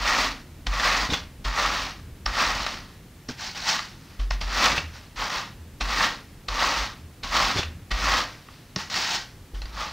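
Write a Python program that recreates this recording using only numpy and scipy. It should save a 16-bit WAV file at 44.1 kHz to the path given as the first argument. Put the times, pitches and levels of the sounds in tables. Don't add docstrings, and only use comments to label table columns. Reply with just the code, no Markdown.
import sys
import numpy as np
from scipy import signal
from scipy.io import wavfile
from scipy.ndimage import uniform_filter1d

SR = 44100
rng = np.random.default_rng(int(sys.argv[2]) if len(sys.argv) > 2 else 0)


def output_pcm(signal):
    pcm = np.clip(np.atleast_2d(signal).T, -1, 1) * 32767
    wavfile.write(sys.argv[1], SR, np.round(pcm).astype(np.int16))


N = 437472
THUMP_HZ = 45


def amp(db):
    return 10 ** (np.asarray(db) / 20)


def evened(x):
    return x / np.sqrt(np.mean(x ** 2) + 1e-20)


def smoothed(x, size):
    return uniform_filter1d(uniform_filter1d(x, size=size), size=size)


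def read(points, hz):
    f, value = np.transpose(points)
    return np.interp(np.log(hz + 1), np.log(f + 1), value)


def add(mix, s, sound):
    part = mix[round(s * SR):][:len(sound)]
    part += sound[:len(part)]


def colour(x, points):
    hz = abs(np.fft.fftfreq(8192, 1 / SR))
    log_gain = np.log(amp(np.maximum(read(points, hz), -100)))
    phase = -signal.hilbert(log_gain).imag
    taps = np.fft.ifft(np.exp(log_gain + 1j * phase)).real[:4096]
    return signal.oaconvolve(x, taps)[:N]


def ring(x, modes):
    out = np.zeros(len(x))
    for k, (hz, width, db) in enumerate(modes):
        r = np.exp(-np.pi * width / SR)
        pole = r * np.exp(2j * np.pi * hz / SR)
        mode = 2 * signal.lfilter([1 - r], [1, -pole], x).real
        out += (-1) ** k * amp(db) * mode
    return out


def hush():
    # f/Hz, relative level per Hz/dB
    spectrum = [(15, -49), (25, 0), (107, -0.5), (228, -11), (586, -25.5), (1350, -28), (1550, -29.5),
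                (1720, -27.5), (6810, -36), (8450, -37.5), (15700, -40)]
    # t/s, level/dB
    hum_drift = [(0.0, -46.5), (2.6, -45), (3.1, -49), (4.3, -48.5), (7.0, -48), (7.8, -43), (8.5, -51.5),
                 (9.92, -48)]
    hiss_db, sway_db = -54.5, 0.98
    noise = colour(rng.standard_normal(N), spectrum)
    hum = evened(signal.lfilter(*signal.butter(2, 400, fs=SR), noise))
    hiss = evened(signal.lfilter(*signal.butter(2, 400, "high", fs=SR), noise))
    sway = evened(smoothed(rng.standard_normal(N), 4000))
    hum_db = np.interp(np.arange(N) / SR, *np.transpose(hum_drift))
    return amp(hiss_db) * hiss - amp(hum_db + sway_db * sway) * hum


def controls():
    # the teeth creep after the touch, the pull swells, runs on, and the cards come free
    # touch t/s, creep level/dB, pull t/s, full t/s, full level/dB, free t/s, free level/dB,
    # fall/(dB/s), board ring over scrape/dB, upper board modes over that/dB, relative lap shake/dB
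    strokes = [(0.0, -32, .018, 0.074, -25, 0.25, -25.5, 165, 2, 0, -36),
               (0.671, -39.5, 0.74, .86, -23.5, 1.028, -25.5, 204, 3.5, 0, -34),
               (1.455, -35, 1.54, 1.593, -24.5, 1.866, -32.5, 165, 4.5, -1.5, -38.5),
               (2.269, -35.5, 2.323, 2.41, -23, 2.678, -35.5, 115, 4, -2, -38),
               (3.37, -51, 3.372, 3.401, -36.5, 3.475, -35, 140, -11, 4, -62),
               (3.548, -36, 3.636, 3.692, -21.5, 3.758, -28, 140, -5.5, 3.5, -55),
               (4.413, -39.5, 4.47, 4.652, -19.5, 4.73, -27.5, 200, 0, -0.5, -34.5),
               (5.159, -42, 5.16, 5.19, -32.5, 5.4, -31.5, 178, 2, -2, -46),
               (5.817, -39, 5.81, 6, -26.5, 6.04, -22.5, 169, 1.5, -1, -38),
               (6.489, -36, 6.524, 6.63, -24, 6.827, -29, 170, 4.5, -5.5, -35),
               (7.238, -36.5, 7.31, 7.355, -23, 7.516, -27, 211, 2.5, -3, -37.5),
               (7.919, -37.5, 7.9, 8.1, -25.5, 8.19, -23.5, 233, 2.5, -3, -32.5),
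               (8.9, -34, 8.91, 8.962, -26.5, 9.16, -27, 204, -7, 4.5, -58),
               (9.657, -49.5, 9.725, 9.8, -34, 9.86, -36, 145, 3.5, -8, -37)]
    # start t/s, rise/s, peak level/dB, fall/(dB/s), board ring over scrape/dB
    grazes = [(.71, .03, -32, 250, 2.5), (1.101, 0.036, -25.5, 235, -17), (2.664, 0.00096, -32.5, 98, -5),
              (3.293, 0.00088, -34.5, 280, -14), (3.9, 0.23, -53.5, 100, -2),
              (4.203, 0.015, -43.5, 220, -8), (4.312, 0.0046, -37, 200, -12),
              (4.745, 0.024, -26.5, 246, -8), (4.876, 0.086, -45, 108, -20), (7.536, 0.053, -27, 217, -18),
              (8.25, 0.018, -42, 82, -9), (8.487, .024, -52, 59, -19), (8.766, 0.032, -32, 185, -5.5),
              (9.54, .01, -46.5, 150, -24), (9.623, 0.0011, -44, 300, -18)]
    swell_shape, sag_shape = 0.77, 0.85
    graze_rise_db = 10.5
    wool_db, wool_fall_db_per_s = -25, 65
    board_fade_db_per_s, board_fade_most_db = 30, 12
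    creep_ring_db = -3
    uneven_db = .8

    power = np.zeros((4, N))
    for touch, creep_db, pull, full, full_db, free, free_db, fall, board_db, top_db, lap_db in strokes:
        t = np.arange(touch, free + .5, 1 / SR)
        swell = np.clip((t - pull) / max(full - pull, .005), 0, 1) ** swell_shape
        sag = np.clip((t - full) / (free - full), 0, 1) ** sag_shape
        after = np.maximum(t - free, 0)
        teeth_db = creep_db + (full_db - creep_db) * swell + (free_db - full_db) * sag - fall * after
        wool = (t > free) * amp(free_db + wool_db - wool_fall_db_per_s * after)
        scrape = np.hypot(amp(teeth_db), wool)
        fade_db = np.clip(board_fade_db_per_s * (t - full), 0, board_fade_most_db)
        board = scrape * amp(board_db - fade_db + creep_ring_db * (1 - swell))
        shake = amp(lap_db - fall * after)
        for row, gain in zip(power, (scrape, board, board * amp(top_db), shake)):
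            add(row, touch, gain ** 2)

    for start, rise, db, fall, board_db in grazes:
        t = np.arange(0, rise + .5, 1 / SR) - rise
        scrape = amp(db + np.where(t < 0, graze_rise_db * t / max(rise, .001), -fall * t))
        add(power[0], start, scrape ** 2)
        for row in power[1:3]:
            add(row, start, (scrape * amp(board_db)) ** 2)

    uneven = evened(smoothed(rng.standard_normal(N), 1000))
    return np.sqrt(power) * amp(uneven_db * uneven)


def ticks(per_s, spread_db, clump_db):
    size = amp(spread_db * np.minimum(rng.exponential(1, N), 5)) * rng.choice([-1., 1.], N)
    clumps = evened(smoothed(rng.standard_normal(N), 200))
    struck = rng.random(N) < per_s / SR
    return evened(size * struck * amp(clump_db * clumps))


def pings(per_s, spread_db, cycles, count=20):
    struck = rng.random(N) < per_s / SR
    size = amp(spread_db * np.minimum(rng.exponential(1, N), 4)) * struck
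    group = rng.integers(0, count, N)
    t = np.arange(1000) / SR
    out = np.zeros(N)
    for k, hz in enumerate(np.geomspace(700, 7000, count)):
        quiver = np.sin(2 * np.pi * hz * t) * np.exp(-t * hz / cycles) * (1 - np.exp(-t * hz))
        quiver /= np.linalg.norm(quiver)
        out += hz ** .5 * signal.oaconvolve(size * (group == k), quiver)[:N]
    return evened(out)


def cards(scrape, board, top):
    # f/Hz, relative level per Hz/dB
    wire_on_lap = [(90, -23), (150, -9), (265, -4.5), (375, -11), (450, -9), (750, -4.5), (1280, -4),
                   (1900, -5), (3200, -6.5), (4500, -5.5), (5700, -8.5), (7500, -20), (11100, -33.5),
                   (15700, -27)]
    # f/Hz, relative level per Hz/dB
    wire_in_air = [(90, -42), (150, -7.5), (480, -18), (850, -4), (1200, -12.5), (1500, -4.5), (1850, -9),
                   (2400, -8), (3500, -7.5), (4400, -5), (5700, -7.5), (7500, -18.5), (11300, -37),
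                   (15700, -27)]
    # from t/s, to t/s
    lifted = [(3.2, 4.17), (8.7, 9.5)]
    # f/Hz, width/Hz, relative gain/dB
    modes = [(550, 79, -9.5), (860, 140, -6), (1109, 86, 1.5), (1264, 153, -0.5), (1453, 140, -6.5),
             (1564, 117, -8.5), (1890, 150, -1.5), (2217, 190, -8.5), (2550, 200, -9.5)]
    upper = 6
    tips = ticks(12000., spread_db=2.5, clump_db=-1.5)
    tips = tips + .55 * pings(5000., spread_db=2.5, cycles=2.75)
    roots = ticks(6000., spread_db=3.0, clump_db=1.5)
    snap, knock = cracks()

    t = np.arange(N) / SR
    up = sum((t > a) & (t < b) for a, b in lifted)
    wire = 0
    for share, points in ((1 - up, wire_on_lap), (up, wire_in_air)):
        wire = wire + colour((tips * scrape + snap) * share, points) / colour(tips, points).std()

    wood = ring(roots * board + knock, modes[:upper])
    wood += ring(roots * top + amp(-3.5) * knock, modes[upper:])
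    return wire + amp(-2.0) * wood / ring(roots, modes).std()


def lap_tremble(shake):
    once = ring(rng.standard_normal(N), [(THUMP_HZ, 11.8, 0)])
    return amp(-1.0) * shake * evened(ring(once, [(THUMP_HZ, 16, 0)]))


def room(x):
    # f/Hz, t60/s
    decay = [(200, 0.87), (800, 0.25), (2000, 0.37), (5500, 0.16), (12000, 0.18)]
    taps = np.zeros(SR)
    at = np.arange(300, SR - 20, 20)
    taps[at + rng.integers(0, 20, len(at))] = rng.choice([-1., 1.], len(at))
    hz, t, bands = signal.stft(taps, SR, nperseg=256)
    dying = amp(-60 * t / read(decay, hz)[:, None])
    tail = signal.istft(bands * dying, SR, nperseg=256)[1]
    return signal.fftconvolve(x, tail / np.linalg.norm(tail))[:N]


def low_bounces(events, hz, t60):
    out = np.zeros(N)
    t = np.arange(0, .4, 1 / SR)
    onset = 1 - np.exp(-t / 0.022)
    for s, db in events:
        add(out, s - .008, -amp(db - 2.5 - 60 * t / t60) * np.sin(2 * np.pi * hz * t) * onset)
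    return out


def thumps():
    # t/s, relative level/dB
    bounces = [(.01, -18), (.675, -13), (1.456, -12), (2.263, -18.5), (4.198, -9.5), (4.309, -12.5),
               (4.426, -16), (5.175, -26), (5.818, -13.5), (6.493, -16.5), (7.24, -27), (7.924, -12.5),
               (9.538, -16.5), (9.62, -18)]
    return low_bounces(bounces, THUMP_HZ, t60=0.38)


def springs():
    # t/s, relative level/dB
    releases = [(0.489, -32), (1.22, -34.5), (2.025, -27.5), (4.829, -24), (5.598, -30), (7.017, -32),
                (7.64, -23)]
    return low_bounces(releases, hz=78.9, t60=0.44)


def cracks():
    # t/s, relative level/dB, relative board ring/dB,
    # twang f/Hz, twang gain/dB, rise/s, t60/s
    seatings = [(.669, -11, -18, 3620, 1, 0.0041, 0.034), (.799, -12, -15, 1850, 11.5, .0033, 0.061),
                (1.102, -19.5, -12, 3620, 14, .0023, .1), (1.118, -27, -12, 3520, 14, .005, 0.088),
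                (1.135, -13.5, -5, 3420, 16, 0.0051, 0.13), (1.450, -15, -18, 3250, -5, 0.0077, .081),
                (2.262, -14, 5.5, 5140, 16, 0.0044, 0.02), (2.665, -12.5, -18, 4000, 0, 0.0016, 0.045),
                (3.289, -19.5, -11, 5560, 3, .0051, .029), (3.791, -20, 4, 4570, 5, 0.0018, 0.048),
                (4.199, -25.5, -7, 3120, 5, 0.0098, 0.058), (4.309, -16.5, 6, 5200, 11, 0.0049, 0.017),
                (4.414, -16, -14, 4750, 7, 0.0086, 0.085), (4.780, -14, -11, 2660, 18, 0.0061, 0.041),
                (5.811, -10.5, -11, 2550, -2, 0.0076, 0.076), (6.486, -12.5, -3, 4100, 2, 0.0041, .04),
                (7.235, -16.5, -5, 4060, 4, 0.0059, 0.085), (7.572, -15, -17, 3490, 16, 0.0037, 0.2),
                (7.631, -17.5, -13, 2480, 8, .0023, 0.033), (7.916, -12, -3, 2730, 2, .012, 0.056),
                (8.486, -39.5, 7, 2590, -4, .001, 0.027), (8.7614, -20.5, 3, 5270, 22, 0.0011, 0.026),
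                (8.899, -27, -6, 2900, -3, .001, .045), (9.548, -40, -13, 3060, 15, 0.0044, 0.07),
                (9.619, -25, -1, 4260, 5, .004, 0.026), (9.656, -34, -1, 4740, 15, .002, 0.039)]
    snap_loss_db_per_s = 2000
    twang_damping = 16.7
    blow_db, blow_s = -7.5, .0001
    wire, wood = np.zeros(N), np.zeros(N)
    t = np.arange(-.01, .12, 1 / SR)
    rush = rng.standard_normal((len(seatings), len(t)))
    for (s, db, board_db, hz, twang_db, rise, t60), noise in zip(seatings, rush):
        t60 = max(t60, .01)
        burst = noise * amp(db - 9.0 + np.where(t < 0, 22 * t / max(rise, 5e-4), -60 * t / t60))
        burst += amp(db - snap_loss_db_per_s * rise) * np.exp(-(t / 6e-5) ** 2)
        twang = ring(burst, [(hz, twang_damping / t60, 0)])
        blow = amp(db + blow_db) * np.exp(-(t / blow_s) ** 2)
        add(wire, s + t[0], burst + amp(twang_db) * twang)
        add(wood, s + t[0], (burst + blow) * amp(board_db))
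    wire = signal.lfilter(*signal.butter(1, 7000, fs=SR), wire)
    wood = signal.lfilter(*signal.butter(2, 800, "high", fs=SR), wood)
    return wire, wood


def knocks():
    # t/s, relative level/dB, f/Hz
    blows = [(1.088, -29, 80), (1.116, -25.5, 64), (2.557, -42, 90.5), (3.286, -31.5, 245),
             (4.698, -40, 61), (4.725, -30, 62), (4.772, -30.5, 71), (7.557, -29.5, 115), (7.585, -29, 86),
             (8.76, -31, 190), (9.532, -40.5, 90.5)]
    out = np.zeros(N)
    t = np.arange(0, .4, 1 / SR)
    rattle = smoothed(rng.standard_normal((len(blows), len(t))), 40)
    for (s, db, hz), grit in zip(blows, rattle):
        body = np.sin(2 * np.pi * hz * t) + 0.7 * evened(grit)
        fall = amp(db + 7.5 - 60 * t / 0.1)
        add(out, s + 0.00075, fall * body * (1 - np.exp(-t / 0.0031)))
    return out


def scene():
    scrape, board, top, shake = controls()
    near = cards(scrape, board, top)
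    low = lap_tremble(shake) + thumps() + springs() + knocks()
    mono = near + amp(-11.5) * room(near) + low + hush()
    return np.array([mono, mono])


def record(dry):
    fuzz_db, edge_hz = -63, 15750
    fuzz = amp(fuzz_db) * rng.standard_normal(N)
    both = dry + np.array([fuzz, -fuzz])
    low_pass = signal.firwin(1023, edge_hz, window=("kaiser", 10), fs=SR)
    return signal.oaconvolve(both, low_pass[None], "same")


dry = scene()
out = record(dry)
output_pcm(out)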